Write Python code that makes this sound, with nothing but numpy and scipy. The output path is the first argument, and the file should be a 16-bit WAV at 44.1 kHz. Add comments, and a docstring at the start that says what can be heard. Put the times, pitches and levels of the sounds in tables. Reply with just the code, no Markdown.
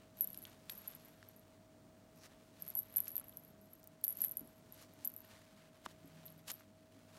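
"""Fingers handle a tiny jingle bell and metal charms tied to the cloth tabs of a thick paper journal.
From the start a quiet room hums and an appliance whines faintly (noise and wavering sines), and fingertips
rustle on cloth and paper (grainy noise). At 0.2 s the pellet starts ticking in the bell (short damped sines),
then nails and charms tap (sines falling in pitch, with a crack). A nail slides along a ribbon near 2.2 s,
the bell is busiest from 2.6 to 4.4 s, soft pushes on the pages start at 4.4 s, and a low drone swells at 6.2 s.
"""
import sys
import numpy as np
from scipy import signal
from scipy.fft import rfft, irfft, next_fast_len
from scipy.io import wavfile
from scipy.ndimage import uniform_filter1d, map_coordinates

SR = 44100
rng = np.random.default_rng(int(sys.argv[2]) if len(sys.argv) > 2 else 0)


def digitize_waveform(pressure):
    """Quantize a signal to 16-bit integers and store it at the path in sys.argv[1].

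    Rows of a 2-D input are taken as channels; values are limited to [-1, 1].
    """
    field = np.atleast_2d(pressure).T
    bounded = np.clip(field, -1, 1)
    quanta = np.round(bounded * 32767).astype(np.int16)
    wavfile.write(sys.argv[1], SR, quanta)


N = 316638  # length in samples, about 7.2 s

# Tone colour of the room's air noise: (pitch [Hz], relative level [dB])
AIR_COLOUR = [(18, -36.5), (38, -5.5), (85, -4), (140, 0), (223, 0.5), (302, -2.5), (360, -5), (836, -12.5),
              (1340, -17), (2740, -26.5), (8700, -28.5), (9050, -22.5), (9400, -35.5), (16000, -29)]
AIR_DB = -66.5  # rms level, before a slight wobble
# Steady hum and whine: (pitch [Hz], rms level [dB], depth of waver [dB])
HUM_TONES = [(100, -74, 2.5), (161.8, -78, 7), (199.4, -77.5, 6.5), (243.9, -75.5, 1.5), (296.5, -77.5, 3),
             (588.5, -85, 1), (636.7, -71, 0.9), (687, -83, -2)]
# Swell of a low drone near 160 Hz: (time [s], level [dB])
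DRONE_SWELL = [(5.75, -80), (5.95, -67), (6.2, -64), (6.45, -66.5), (6.6, -76)]

# Fingertips stroking cloth and paper:
# (loudest time [s], top level of dull part [dB], swell [s], fade [s], bright part against dull part [dB])
FINGER_STROKES = [(.02, -70, .05, 0.074, -6.5), (.181, -76, 0.062, 0.94, 4.5), (.48, -64, 0.034, 0.035, -7),
                  (.527, -67, 0.07, 0.053, -3), (.707, -70, 0.083, .2, 2), (.857, -68, 0.11, 0.59, -1.5),
                  (2.16, -85, 0.019, 0.1, 8), (2.262, -64, 0.076, 0.024, 1), (2.31, -71.5, .05, .15, -6),
                  (2.7, -71.5, 0.4, 0.097, 2), (2.979, -66, 0.22, .08, -4.5), (3.077, -64, 0.036, 0.034, 4),
                  (3.166, -70, 0.081, 0.29, -9), (4.047, -73.5, 0.032, 0.9, -3),
                  (4.21, -73, .1, 0.088, 8.5), (4.243, -60.5, 0.0075, .025, 2), (4.831, -66, 0.16, .03, 3),
                  (5.046, -69, 0.17, 0.046, 2), (5.301, -68, 0.13, 0.55, -1.5),
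                  (5.6, -73, 0.21, 0.37, -8.5), (5.8606, -52, 0.0097, .002, 4),
                  (5.892, -67.5, .02, .04, 0.5), (5.914, -71.5, .04, .015, 3), (6.199, -69.5, 0.4, 0.2, -3),
                  (6.483, -58.5, 0.011, .02, 9.5), (6.502, -53, 0.0126, 0.0167, 9),
                  (6.606, -71, 0.28, 0.073, -1.5), (7.17, -71, 0.38, 0.12, -1)]
STROKE_DROP_DB = 15  # how far a stroke lies below its top one swell time before or one fade time after
RESTING_DB = -81  # fingers that merely rest on the cloth
# Tone colour of the dull part of the rubbing: (pitch [Hz], relative level [dB])
DULL_COLOUR = [(300, -15), (600, -3.5), (1500, -3), (3000, -7.5), (4500, -15.5), (7000, -48.5)]
# Tone colour of the bright part of the rubbing: (pitch [Hz], relative level [dB])
BRIGHT_COLOUR = [(2000, -17), (4000, -5), (6000, -3.5), (9000, -6.5), (12000, -7.5), (16000, -14.5)]
# A nail slides along a ribbon: (time [s], level [dB])
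RIBBON_SWISH = [(2.17, -97), (2.2, -71), (2.24, -72), (2.268, -82), (2.28, -93)]
SWISH_HZ, SWISH_WIDTH_HZ = 5680, 860

# Pellet strikes in the bell: (time [s], peak level [dB])
PELLET_STRIKES = [(.189, -44.5), (.1978, -50), (0.2089, -18.5), (0.215, -33), (.2435, -27.5),
                  (0.274, -30.5), (.278, -47.5), (.303, -37.5), (.331, -38.5), (.345, -41), (.375, -35.5),
                  (0.3877, -42), (.42, -44), (.427, -43), (0.438, -44.5), (0.4696, -49), (0.498, -54.5),
                  (.6947, -50), (0.7009, -34.5), (0.721, -37), (.7333, -43), (.7516, -47), (.7555, -46),
                  (.7766, -41), (.786, -44), (.818, -47), (0.8756, -35.5), (.8794, -31.5), (0.891, -49),
                  (0.904, -46), (.913, -47), (.9504, -40.5), (1.049, -49), (1.0565, -51), (1.0838, -52),
                  (1.2875, -44), (1.3636, -49.5), (1.3949, -53), (2.607, -52), (2.6224, -30),
                  (2.6649, -44.5), (2.679, -35), (2.6867, -34), (2.702, -35), (2.753, -25.5),
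                  (2.7702, -33.5), (2.7833, -34), (2.7902, -22.5), (2.798, -34), (2.8315, -40),
                  (2.8991, -51.5), (2.94, -41), (2.9617, -24.5), (2.9688, -18), (2.975, -40),
                  (2.982, -20.5), (3.0035, -21.5), (3.029, -49.5), (3.037, -41), (3.0437, -40.5),
                  (3.056, -39), (3.0803, -31.5), (3.0836, -34), (3.0917, -38), (3.105, -38.5),
                  (3.1173, -37.5), (3.1556, -28), (3.166, -23.5), (3.18, -27.5), (3.198, -37),
                  (3.2127, -51), (3.27, -53), (3.2832, -42), (3.2943, -42.5), (3.3711, -35), (3.41, -64),
                  (3.436, -54), (3.449, -48), (3.479, -54), (3.5, -64), (3.508, -62.5), (3.6141, -55),
                  (3.733, -44), (3.7358, -46.5), (4.0402, -21.5), (4.0456, -26), (4.049, -24.5),
                  (4.0574, -34), (4.0803, -22), (4.0888, -31.5), (4.098, -34.5), (4.107, -43),
                  (4.1255, -34), (4.1712, -34), (4.1889, -37), (4.206, -30), (4.2183, -19), (4.221, -25.5),
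                  (4.232, -33.5), (4.2396, -23), (4.2472, -20), (4.255, -33), (4.2825, -33.5),
                  (4.2935, -35), (4.3123, -30.5), (4.319, -35), (4.3705, -28), (4.3943, -34), (4.474, -52),
                  (4.724, -40), (4.937, -56), (5.049, -29.5), (5.053, -26), (5.0595, -37), (5.0748, -23),
                  (5.1007, -41), (5.139, -43), (5.164, -35), (5.1775, -45), (5.2047, -44.5), (5.218, -52),
                  (5.2496, -51), (6.058, -57), (6.077, -57), (6.263, -38.5), (6.2704, -46), (6.3026, -52),
                  (6.3235, -52), (6.3785, -57), (6.3918, -58), (6.516, -32), (6.5351, -50), (6.5396, -38.5),
                  (6.601, -55)]
# Moments when the bell hangs free and rings on: (start [s], end [s], starting level [dB])
FREE_RINGING = [(0.215, 0.25, -35), (0.241, 0.28, -61), (0.711, 0.72, -48), (0.778, .85, -52),
                (2.768, 2.805, -32.5), (2.8, 2.815, -58), (3.122, 3.155, -50), (4.08, 4.09, -47),
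                (4.099, 4.133, -43), (4.22, 4.25, -39), (4.258, 4.276, -46)]
# Shakes that keep the pellet rolling: (start [s], end [s], level at start [dB], level at end [dB])
BELL_SHAKES = [(0.169, 0.51, -66, -76), (0.689, 1.45, -66, -88), (2.159, 2.193, -74, -72),
               (2.6, 3.52, -65, -74.5), (2.903, 2.973, -76, -45.5), (3.6, 3.802, -77.5, -71),
               (4.037, 4.602, -52, -79), (4.713, 4.851, -85, -66), (5.045, 5.296, -70, -79.5),
               (6.256, 6.34, -57, -80)]
SHELL_HZ, SHELL_SPREAD_HZ = 11770, 240  # the shell's pitch, and its random spread from blow to blow
FREE_HZ = 11560  # the mode that outlasts the others
STRIKE_T60_S, BOUNCE_T60_S, CLICK_T60_S = 0.011, 0.014, 0.006  # times to fade by 60 dB
# Small bounces after a strike: level below the loudest strike, dB gained per dB of strike, 60 dB fade
BOUNCE_BELOW_DB, BOUNCE_GROWS, SETTLE_S = -24, 0.88, 0.13

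# Taps of nails and charms on cloth and card: (time [s], knock peak [dB], final pitch [Hz], 60 dB fade [s])
HARD_TAPS = [(0.3451, -43.5, 3480, 0.00094), (0.4525, -37.5, 3220, 0.0029), (0.697, -28, 3550, 0.0022),
             (1.2282, -46, 1740, 0.0033), (2.16, -59, 14500, 0.0036), (2.622, -52, 5060, 0.0033),
             (2.758, -51.5, 900, 0.012), (3.0727, -51.5, 2480, 0.004), (3.081, -43.5, 5750, 0.0025),
             (3.157, -52, 4020, 0.0027), (3.167, -47.5, 4500, 0.0019), (3.178, -52, 2480, 0.0026),
             (3.212, -53.5, 1320, 0.0067), (3.3263, -55, 3450, 0.003), (3.371, -52, 5960, 0.0023),
             (3.831, -53.5, 5780, 0.0014), (3.8415, -44.5, 13700, 0.0021), (3.874, -40, 13720, 0.0016),
             (4.014, -52, 13770, 0.0022), (4.043, -35, 5100, 0.0007), (4.044, -54, 1730, .006),
             (4.2408, -49, 1900, .005), (5.047, -40.5, 7140, 0.0022), (5.862, -32, 1110, 0.0072),
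             (6.2813, -50.5, 4200, 0.0031), (6.483, -41, 2900, 0.005), (6.498, -44, 3470, 0.0041),
             (6.506, -37.5, 6960, 0.00443), (6.5066, -46, 1380, 0.0051), (6.597, -55, 5940, .003),
             (6.608, -50, 1310, 0.0034)]
CRACK_BELOW, CRACK_ABOVE = 0.6, 4  # edges of the crack's band, as multiples of the tap's pitch
# Soft pushes on the block of pages: (time [s], starting level [dB], pitch [Hz], 60 dB fade [s])
PAGE_PUSHES = [(4.413, -48, 277, 0.077), (4.43, -52, 233, 0.13), (4.455, -64, 253, 0.14),
               (5.866, -43, 284, 0.022), (6.045, -51.5, 278, 0.2), (6.952, -54, 274, 0.15)]

WALLS_DB = -18  # strength of the table's and room's answer
FADE_HZ, TOP_HZ = 15850, 16700  # where the last treble starts to fade, and where it stops


def amp(db):
    """Turns decibels into a gain."""
    return 10 ** (np.asarray(db) / 20)


def unit(x):
    """Scales a sound to rms 1."""
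    return x / np.sqrt(np.mean(x ** 2) + 1e-20)


def curve(rows, column=1):
    """Draws one table column as a value per sample; silent outside the rows."""
    rows = np.array(rows)
    return np.interp(np.arange(N) / SR, rows[:, 0], rows[:, column], left=-150, right=-150)


def wobble(rate):
    """A smooth random curve through a given number of random points a second."""
    points = rng.standard_normal(int(N * rate / SR) + 4)
    return map_coordinates(points, [np.arange(N) * rate / SR])


def filtered(x, response):
    """Changes the strength of each frequency in x by a response curve."""
    m = next_fast_len(N + 8192)
    return irfft(rfft(x, m) * response(np.fft.rfftfreq(m, 1 / SR)), m)[:N]


def coloured(x, spectrum):
    """Gives x the tone colour of a (Hz, dB) table, at rms 1."""
    f, db = np.transpose(spectrum)
    return unit(filtered(x, lambda hz: amp(np.interp(np.log(hz + 1), np.log(f + 1), db))))


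def ring(t, hz, t60, attack):
    """A sine that starts softly and fades by 60 dB in t60 seconds, as a struck object does."""
    return np.sin(2 * np.pi * hz * t) * amp(-60 * t / t60) * (1 - np.exp(-t / attack))


def add(track, s, sound):
    """Mixes a sound into the track at time s."""
    part = track[round(s * SR):][:len(sound)]
    part += sound[:len(part)]


def wavering_tone(hz, waver_db):
    """A sine whose level and phase drift at random, at rms 1."""
    t = np.arange(N) / SR
    level = amp(waver_db * wobble(13))
    return unit(level * np.sin(2 * np.pi * hz * t + 0.16 * waver_db * wobble(12)))


def room():
    """Air noise, wavering hum and whine lines, and a passing low drone."""
    air = amp(AIR_DB + 1.1 * wobble(2.71)) * coloured(rng.standard_normal(N), AIR_COLOUR)
    hum = sum(amp(db) * wavering_tone(hz, waver_db) for hz, db, waver_db in HUM_TONES)
    drone = amp(curve(DRONE_SWELL)) * wavering_tone(160, 1.3)
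    return air + hum + drone


def distance_from_peak(s, rise, fall):
    """How far a swell is from its top at time s: 1 one rise time before it, 1 one fall time after."""
    t = np.arange(N) / SR - s
    return np.maximum(-t / rise, t / fall)


def fingers():
    """Friction: grainy noise as fibres catch and let go; a dull part, a bright part and a narrow swish."""
    grains = amp(1.2 * wobble(40) + 2.24 * wobble(500)) * rng.standard_normal(N)
    swish = unit(filtered(grains, lambda hz: 1 / (1 + (2 * (hz - SWISH_HZ) / SWISH_WIDTH_HZ) ** 2)))
    # Strokes overlap, so their powers are summed
    dull_power = amp(RESTING_DB) ** 2
    bright_power = amp(RESTING_DB) ** 2
    for s, db, rise, fall, brightness_db in FINGER_STROKES:
        power = amp(db - STROKE_DROP_DB * distance_from_peak(s, rise, fall)) ** 2
        dull_power = dull_power + power
        bright_power = bright_power + power * amp(brightness_db) ** 2
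    dull = np.sqrt(dull_power) * coloured(grains, DULL_COLOUR)
    bright = np.sqrt(bright_power) * coloured(grains, BRIGHT_COLOUR)
    return dull + bright + amp(curve(RIBBON_SWISH)) * swish


def strike(db, hz, t60):
    """One pellet blow: two close shell modes beat against each other, with side modes and a click."""
    t = np.arange(SR // 40) / SR
    luck = rng.standard_normal(6)
    # The cosine splits the pitch into a close pair, about 75 Hz to either side
    body = ring(t, hz, t60, 0.00013) * np.cos(2 * np.pi * 75 * amp(0.99 * luck[5]) * t)
    body += amp(-15.5 + 2.8 * luck[0]) * ring(t, hz * (1.125 + 0.026 * luck[1]), 0.0075, 0.00052)
    body += amp(-23 + 3 * luck[2]) * ring(t, hz * (0.9 + 0.027 * luck[3]), 0.011, 0.00099)
    # Noise a few kHz wide, moved up to just above the shell's pitch
    noise = uniform_filter1d(rng.standard_normal(len(t)), size=4)
    edge = noise * np.sin(2 * np.pi * 1.06 * hz * t)
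    click_db = -25.5 - 0.23 * db + 3 * luck[4]  # light blows are more click, less ring
    click = amp(click_db - 60 * t / CLICK_T60_S) * edge
    return amp(db) * (body + click)


def pellet_blows():
    """The separate strikes of the pellet on the shell, each set to its peak level."""
    out = np.zeros(N)
    for (s, db), luck in zip(PELLET_STRIKES, rng.standard_normal(len(PELLET_STRIKES))):
        blow = strike(db, SHELL_HZ + SHELL_SPREAD_HZ * luck, STRIKE_T60_S)
        add(out, s, amp(db) * blow / np.abs(blow).max())
    return out


def free_ringing():
    """One long-lasting mode rings while the bell hangs free, until the next touch damps it."""
    out, t = np.zeros(N), np.arange(SR // 8) / SR
    for s, end, db in FREE_RINGING:
        since_touch = np.maximum(t - (end - s), 0)
        add(out, s, amp(db - 60 * since_touch / 0.0069) * ring(t, FREE_HZ, 0.16, 0.001))
    return out


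def small_bounces():
    """Many tiny blows at random times, heard as the pellet settles after a strike or rolls in a shake."""
    bounces = np.zeros(N)
    for s, size, pitch in rng.random((1400, 3)):
        db = -45 - 4 * np.log(size + 0.021)
        hz = SHELL_HZ + 4 * SHELL_SPREAD_HZ * (pitch - 0.5)
        add(bounces, s * N / SR, strike(db, hz, BOUNCE_T60_S))
    # Each strike stirs up bounce power that then dies away
    stir, lag = np.zeros(N), np.arange(SR // 4) / SR
    s, db = np.transpose(PELLET_STRIKES)
    stir_db = BOUNCE_BELOW_DB + db.max() + BOUNCE_GROWS * (db - db.max())
    stir[np.round(s * SR).astype(int)] = amp(stir_db) ** 2
    settling = signal.fftconvolve(stir, amp(-60 * lag / SETTLE_S) ** 2)[:N]
    rolling = sum(amp(curve([(s, a), (end, b)])) ** 2 for s, end, a, b in BELL_SHAKES)
    return unit(bounces) * np.sqrt(np.abs(settling) + rolling)


def bell():
    """The pellet's blows, the shell's free ringing and the small bounces together."""
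    return pellet_blows() + free_ringing() + small_bounces()


def taps():
    """Short dry knocks whose pitch drops as the contact spreads, each with a crack of noise."""
    out, t = np.zeros(N), np.arange(SR // 8) / SR
    for s, db, hz, t60 in HARD_TAPS:
        # Cycles so far: the pitch starts nearly 1500 Hz high and settles at once
        cycles = hz * t + 1500 * 0.000079 * (1 - np.exp(-t / 0.000081))
        knock = np.sin(2 * np.pi * cycles) * amp(-60 * t / t60) * (1 - np.exp(-t / 0.00014))
        edges = [CRACK_BELOW * hz, min(CRACK_ABOVE * hz, SR / 2 - 1000)]
        band = signal.butter(2, edges, "bandpass", fs=SR)
        noise = unit(signal.lfilter(*band, rng.standard_normal(len(t))))
        crack = amp(-17.5 - 60 * t / 0.011) * noise
        add(out, s, amp(db) * (knock + crack) / np.abs(knock).max())
    return out


def pushes():
    """Low damped tones as fingers push the block of pages."""
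    out, t = np.zeros(N), np.arange(SR // 8) / SR
    for s, db, hz, t60 in PAGE_PUSHES:
        add(out, s, amp(db) * ring(t, hz, t60, 0.00033))
    return out


def walls(x):
    """A short answer from the table and the room: x smeared by a quickly fading burst of noise."""
    t = np.arange(SR // 5) / SR
    tail = rng.standard_normal(len(t)) * amp(-60 * t / 0.036) * (t > 0.002)
    return signal.fftconvolve(x, tail / np.linalg.norm(tail))[:N]


def scene():
    """All sources at one microphone; only bell, taps and pushes get the answer of the walls."""
    near = bell() + taps() + pushes()
    return (room() + fingers() + near + amp(WALLS_DB) * walls(near))[None]


def record(dry):
    """The phone fades the last treble and keeps nothing above its band limit."""
    def response(hz):
        fade_db = np.where(hz > FADE_HZ, -10 - 0.012 * (hz - FADE_HZ), 0)  # a 10 dB step, then a slope
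        return amp(fade_db) * (hz < TOP_HZ)
    return filtered(dry[0], response)[None]


dry = scene()
out = record(dry)
digitize_waveform(out)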